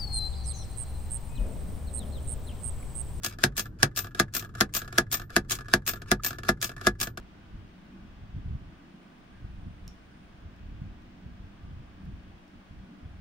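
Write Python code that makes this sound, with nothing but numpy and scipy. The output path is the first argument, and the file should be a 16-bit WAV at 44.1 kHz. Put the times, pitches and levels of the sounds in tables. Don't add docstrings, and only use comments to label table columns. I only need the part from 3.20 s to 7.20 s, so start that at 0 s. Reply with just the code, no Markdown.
import sys
import numpy as np
from scipy import signal
from scipy.fft import rfft, irfft, next_fast_len
from scipy.io import wavfile
from scipy.ndimage import map_coordinates

SR = 44100
rng = np.random.default_rng(int(sys.argv[2]) if len(sys.argv) > 2 else 0)


def inscribe(sig):
    pcm = np.round(np.clip(np.atleast_2d(sig).T, -1, 1) * 32767)
    wavfile.write(sys.argv[1], SR, pcm.astype(np.int16))


N = 176400
T = np.arange(int(.35 * SR)) / SR
SIDES = np.array([[.5], [-.5]])


def amp(db):
    return 10 ** (np.asarray(db) / 20)


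def unit(x):
    return x / np.sqrt(np.mean(x ** 2) + 1e-20)


def fade(t60):
    return np.exp(-np.log(1000) * T / t60)


def rise(seconds):
    return 1 - np.exp(-T / seconds)


def along(points, hz):
    f, v = np.transpose(points)
    return np.interp(np.log(hz + 1), np.log(f + 1), v)


def add(out, start, sound):
    i = round(start * SR)
    part = sound[:, max(-i, 0):max(N - i, 0)]
    out[:, max(i, 0):max(i, 0) + part.shape[1]] += part


# frequency in Hz, correlation.
LIKENESS = [(250, 0.97), (700, 0.22), (1400, -0.014), (3000, 0.37), (8000, -0.21)]
def stereo_noise(size):
    hz = np.fft.rfftfreq(size, 1 / SR)
    turn = np.arccos(np.clip(along(LIKENESS, hz), -1, 1)) / 2
    mid, side = rfft(rng.standard_normal((2, size)))
    return hz, np.cos(turn) * mid + 2 * SIDES * np.sin(turn) * side


# frequency in Hz, relative level in dB.
RUMBLE_COLOUR = [(18, -6.5), (42, 2.5), (68, -7.5), (105, 4.5), (140, -3), (200, -12), (350, -17),
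                 (520, -29), (1000, -37), (1550, -31), (2100, -48), (6000, -55), (15500, -66)]
def cabin_rumble():
    hz, noise = stereo_noise(N)
    sway = map_coordinates(rng.standard_normal(64), [np.linspace(2, 40, N)])
    return amp(-44 + 1.1 * sway) * unit(irfft(noise * amp(along(RUMBLE_COLOUR, hz)), N))


# centre in Hz, gain in dB.
RESONANCES = [(830, -9), (1010, -10), (1880, -5), (2120, -5), (2330, 4), (2630, 4), (3050, -4), (3400, 2.5),
              (5000, 3), (5450, 3), (5900, -5), (6550, 3), (9200, 3), (10650, -4), (13000, 3)]
# frequency in Hz, left minus right in dB.
BALANCE = [(300, -9), (1200, 4.5), (1700, -1.5), (2200, 7), (3500, -3.5), (5200, 5), (6000, -1),
           (7500, 8.5), (9300, -5), (12000, 0), (14500, 8.5)]
def buckle_response(colour):
    hz = np.fft.rfftfreq(2 * len(T), 1 / SR)
    peaks_db = sum(db * np.exp(-((hz / centre - 1) / .028) ** 2) for centre, db in RESONANCES)
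    cepstrum = irfft(np.log(amp(along(colour, hz) + peaks_db + SIDES * along(BALANCE, hz))))
    cepstrum[:, 1:len(T)] *= 2
    cepstrum[:, len(T):] = 0
    return np.exp(rfft(cepstrum))


# band centre in Hz, 60 dB decay time in seconds.
CABIN_DECAY = [(200, 0.25), (700, 0.13), (1600, 0.084), (5000, 0.068), (13000, 0.062)]
def contact(response, crack_t60, tail_db, rise_s=.0017):
    hz, noise = stereo_noise(len(T))
    tail = 0
    for centre, t60 in CABIN_DECAY:
        band = along([(f, f == centre) for f, _ in CABIN_DECAY], hz)
        tail += irfft(noise * band, len(T)) * fade(t60)
    burst = (irfft(noise, len(T)) * fade(crack_t60) + amp(tail_db) * tail) * rise(rise_s)
    burst /= np.sqrt(np.sum(burst ** 2, axis=1, keepdims=True))
    return irfft(rfft(burst, 2 * len(T)) * response)[:, :len(T)]


def ring(modes, rise_s, scatter_db, detune):
    out = 0
    for hz, db, t60, pan_db, lead in modes:
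        strength, shift, phase = rng.standard_normal(3)
        tone = np.sin(2 * np.pi * hz * (1 + detune * shift) * T + phase + SIDES * lead)
        out += amp(db + scatter_db * strength + SIDES * pan_db) * fade(t60) * tone
    return out * rise(rise_s)


# mode in Hz, level in dB, 60 dB decay time in seconds,
# left minus right in dB, left phase lead in radians.
BUCKLE_MODES = [(1160, -10, .06, 6, .5), (1222, -6.5, .07, 8, .8), (1405, -6, .06, 7, 1),
                (1560, -7, .06, 5, 1.8), (1694, .5, .08, -3, 1.4), (2040, -8, .04, 9, 1.5),
                (3530, -8, .03, -7, 1.5), (5130, -8, .028, 9, 1), (5400, -8, .022, 9, 1.5),
                (7200, -12, .03, 6, 1.5), (9150, -15, .03, -7, 1.5), (11600, -11, .022, 0, 1.5)]
def housing(mode_count=5):
    return ring(BUCKLE_MODES[:mode_count], rise_s=.0007, scatter_db=2.5, detune=.014)


def grains(per_s, spread_db=4):
    touching = rng.random(len(T)) < per_s / SR
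    strength = amp(spread_db * np.clip(rng.standard_normal(len(T)), -2, 2))
    return unit(touching * rng.choice([-1, 1], len(T)) * strength)


def friction(force, response, ring_db=-23.5):
    crack = unit(contact(response, crack_t60=.006, tail_db=-16)) / np.sqrt(len(T))
    body = crack + amp(ring_db) * housing()
    return signal.fftconvolve(force[None], unit(body) / np.sqrt(len(T)), axes=1)


# mode in Hz, level in dB,
# 60 dB decay time in seconds, left minus right in dB, left phase lead in radians.
SPRING_MODES = [(13752, -2, .16, 8, 1), (13815, -4, .14, 8, 1), (13930, -2, .075, 7, 1),
                (14090, -3, .08, 4, 1), (14330, -3, .06, -3, 1), (7210, -14, .1, 5, 1)]
def spring():
    flutter = map_coordinates(rng.standard_normal(160), [T * 400])
    return ring(SPRING_MODES, rise_s=.001, scatter_db=1, detune=.0004) * (1 + .3 * flutter * fade(.6))


# mode in Hz, level in dB,
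# 60 dB decay time in seconds, rise in seconds.
SEAT_MODES = [(48.6, -11, 0.32, 0.017), (102, -7.5, 0.13, 0.0075), (138.4, -8.5, 0.21, 0.0088),
              (202.4, -1, 0.13, 0.006), (255.7, 2, 0.091, 0.013), (352.2, 5, 0.079, 0.008),
              (418, -14, 0.13, 0.00043), (482, -7.5, 0.086, 0.0071), (670.7, 0, 0.05, 0.00097),
              (746, -7.5, 0.087, 0.0015), (900, -17, .1, 0.00092)]
def seat_thump(boom_db=0):
    out = 0
    for k, (hz, db, t60, rise_s) in enumerate(SEAT_MODES):
        strength, shift = rng.standard_normal(2)
        gain = amp(db + 1.6 * strength + boom_db * (80 < hz < 170))
        tone = np.sin(2 * np.pi * hz * (1 + .015 * shift) * T)
        out += (-1) ** k * gain * fade(t60) * rise(rise_s) * tone
    return out[None]


# frequency in Hz, gain in dB.
EJECT_COLOUR = [(100, -18.5), (400, -5.5), (720, -1.5), (900, -3.5), (1200, 4), (1700, 2.5), (2200, 3.5),
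                (2800, 5.5), (5300, 6.5), (6000, 9.5), (7000, 6.5), (9200, 4), (10200, -0.5), (11500, 4),
                (13000, -0.5), (14000, -7), (15500, -2.5)]
RUB_COLOUR = [(100, -15), (400, 4.5), (700, -4.5), (950, -5.5), (1350, 11.5), (1700, 7.5), (1900, -3.5),
              (3400, -1.5), (5500, -4), (8000, -8.5), (10000, -12), (11700, -9), (15500, -25.5)]
# time in seconds, level in dB,
# rebound relative to that in dB, spring ring in dB.
RELEASES = [(0.0451, -6, -1.5, 4), (0.378, -5, 0, 11), (.7730, -5.5, -2, 14.5), (1.149, -7, -1, 14.5),
            (1.5492, -4.5, -1.5, 14.5), (1.9262, -4.5, -3.5, 18), (2.308, -5, -4.5, 8),
            (2.6759, -4, -6.5, 15.5), (3.0461, -6, -0.5, 16), (3.4259, -4.5, -1.5, 8),
            (3.8122, -3.5, -3, 9)]
def releasing():
    out = np.zeros((2, N))
    eject, rub = buckle_response(EJECT_COLOUR), buckle_response(RUB_COLOUR)
    press_s, catch_s, rebound_s = .028, .011, .016
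    for at, db, rebound_db, spring_db in RELEASES:
        button = grains(per_s=2000) * (T < press_s) * T / press_s
        add(out, at - press_s, amp(-42.5) * friction(button, eject))
        catch = contact(eject, crack_t60=.008, tail_db=-11, rise_s=.0004)
        add(out, at - catch_s, amp(db - 7.5) * catch)
        drag = contact(eject, crack_t60=.014, tail_db=-10)
        add(out, at - catch_s / 2, amp(db - 8.5) * drag)
        landing = contact(eject, crack_t60=.013, tail_db=-8, rise_s=.0012)
        add(out, at, amp(db + 1.5) * landing)
        rebound = contact(eject, crack_t60=.024, tail_db=-5, rise_s=.001)
        add(out, at + rebound_s, amp(db + 1.5 + rebound_db) * rebound)
        add(out, at - catch_s / 2, amp(spring_db - 49.5) * spring())
        chatter = grains(per_s=250, spread_db=9.5) * fade(.15) * rise(rebound_s) * (T < .053)
        tick = contact(eject, crack_t60=.006, tail_db=-14)
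        add(out, at, amp(db - 21) * signal.fftconvolve(chatter[None], tick, axes=1))
        slide_out = grains(per_s=100) * amp(-110 * T) * (T < .1)
        add(out, at, amp(-46) * friction(slide_out, rub))
        for hit in (at, at + rebound_s):
            add(out, hit, amp(spring_db - 46) * spring())
            add(out, hit, amp(db - 26.5) * housing() + amp(-40.5) * seat_thump())
    return out


# start in seconds, level in dB.
TAPS = [(0.186, -32.5), (0.4556, -36), (0.8442, -30.5), (0.8688, -35.5), (0.9476, -28), (1.2236, -31.5),
        (1.2471, -36), (1.3513, -32.5), (1.6173, -27.5), (1.645, -40), (1.6772, -33.5), (1.726, -29),
        (1.9967, -28.5), (2.017, -34.5), (2.1025, -35), (2.3868, -31.5), (2.4075, -34.5), (2.4832, -32.5),
        (2.7343, -25.5), (2.757, -37), (2.818, -31), (3.106, -25), (3.129, -32), (3.1846, -28),
        (3.2332, -30), (3.249, -34.5), (3.4927, -27), (3.516, -37), (3.5644, -36), (3.612, -29),
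        (3.648, -32.5), (3.871, -24.5), (3.9735, -24.5)]
def tongue_taps():
    out, rub = np.zeros((2, N)), buckle_response(RUB_COLOUR)
    ring_growth = .39
    for at, db in TAPS:
        tap = amp(18) * contact(rub, crack_t60=.012, tail_db=-14) + amp(-15.5) * seat_thump()
        add(out, at, amp(db) * tap + amp(ring_growth * db - 29) * housing())
    return out


# frequency in Hz, gain in dB.
SNAP_COLOUR = [(100, -16), (400, -10), (700, -7), (950, -9.5), (1200, -5.5), (1650, 7.5), (2200, -7.5),
               (2800, -9.5), (4200, -5.5), (5300, -7), (6000, -5.5), (7200, -11.5), (8500, -13),
               (10200, -13), (11500, -10), (13000, -24), (15500, -21.5)]
# time in seconds, snap level in dB,
# then trims in dB for the crack, the seat thump, the buckle's ring and the seat's boom.
LATCHES = [(0.2383, 3, 0.5, -2.5, -14, 5.5), (0.63, -0.5, 6.5, -3.5, -5, 7.5), (0.998, 0.5, 0, -2, 2, 1.5),
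           (1.409, 1, 1.5, -2, -1.5, -3.5), (1.783, 0.5, 1, -1.5, 1, -1),
           (2.1644, -1.5, 1.5, -0.5, 0.5, -4), (2.5371, -3, 6, 0, 7, -0.5),
           (2.9153, -5.5, 6.5, 1, 8.5, -3.5), (3.2894, -1.5, -6, 0.5, 5, -2),
           (3.669, -1.5, -1.5, -0.5, 4.5, -4)]
def latching():
    out = np.zeros((2, N))
    snap, rub = buckle_response(SNAP_COLOUR), buckle_response(RUB_COLOUR)
    slide_s, ride_s, echo_s, settle_s = .048, .005, .0035, .083
    for at, db, crack_db, thump_db, ring_db, boom_db in LATCHES:
        slide_in = grains(per_s=900) * (T < slide_s) * np.sqrt(T / slide_s)
        add(out, at - slide_s, amp(-43) * friction(slide_in, rub, ring_db=-35))
        ride = contact(snap, crack_t60=.014, tail_db=-22.5, rise_s=.001)
        add(out, at - ride_s, amp(db + 4.5) * ride)
        crack = contact(snap, crack_t60=.006, tail_db=-18, rise_s=.0002)
        add(out, at, amp(db + 16.5 + crack_db) * crack)
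        echo = contact(snap, crack_t60=.008, tail_db=-10)
        add(out, at + echo_s, amp(db + 8) * echo)
        ringing = ring(BUCKLE_MODES, rise_s=.0003, scatter_db=2, detune=.005)
        add(out, at, amp(db + ring_db - 18.5) * ringing)
        add(out, at, amp(thump_db - 18.5) * seat_thump(boom_db))
        settle = contact(rub, crack_t60=.008, tail_db=-12) + amp(-16) * housing(mode_count=6)
        add(out, at + settle_s, amp(-37) * settle)
    return out


def fidgeting():
    out, rub = np.zeros((2, N)), buckle_response(RUB_COLOUR)
    for (released, *_), (latched, *_) in zip(RELEASES[2:], LATCHES[2:]):
        touches = grains(per_s=45, spread_db=3) * (T < latched - released)
        add(out, released, amp(-55) * friction(touches, rub, ring_db=-16))
    return out


def soft_knock(start=2.996, hz=1260, length_s=.01):
    out = np.zeros((2, N))
    swell = np.sin(np.pi * np.minimum(T / length_s, 1))
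    add(out, start, amp(-37) * swell * np.sin(2 * np.pi * hz * T)[None])
    return out


def scene():
    return latching() + releasing() + tongue_taps() + fidgeting() + soft_knock() + cabin_rumble()


def record(dry):
    top_hz = 15900
    size = next_fast_len(N + SR // 2)
    hz = np.fft.rfftfreq(size, 1 / SR)
    return irfft(rfft(dry, size) / np.sqrt(1 + (hz / top_hz) ** 160), size)[:, :N]


dry = scene()
out = record(dry)
inscribe(out)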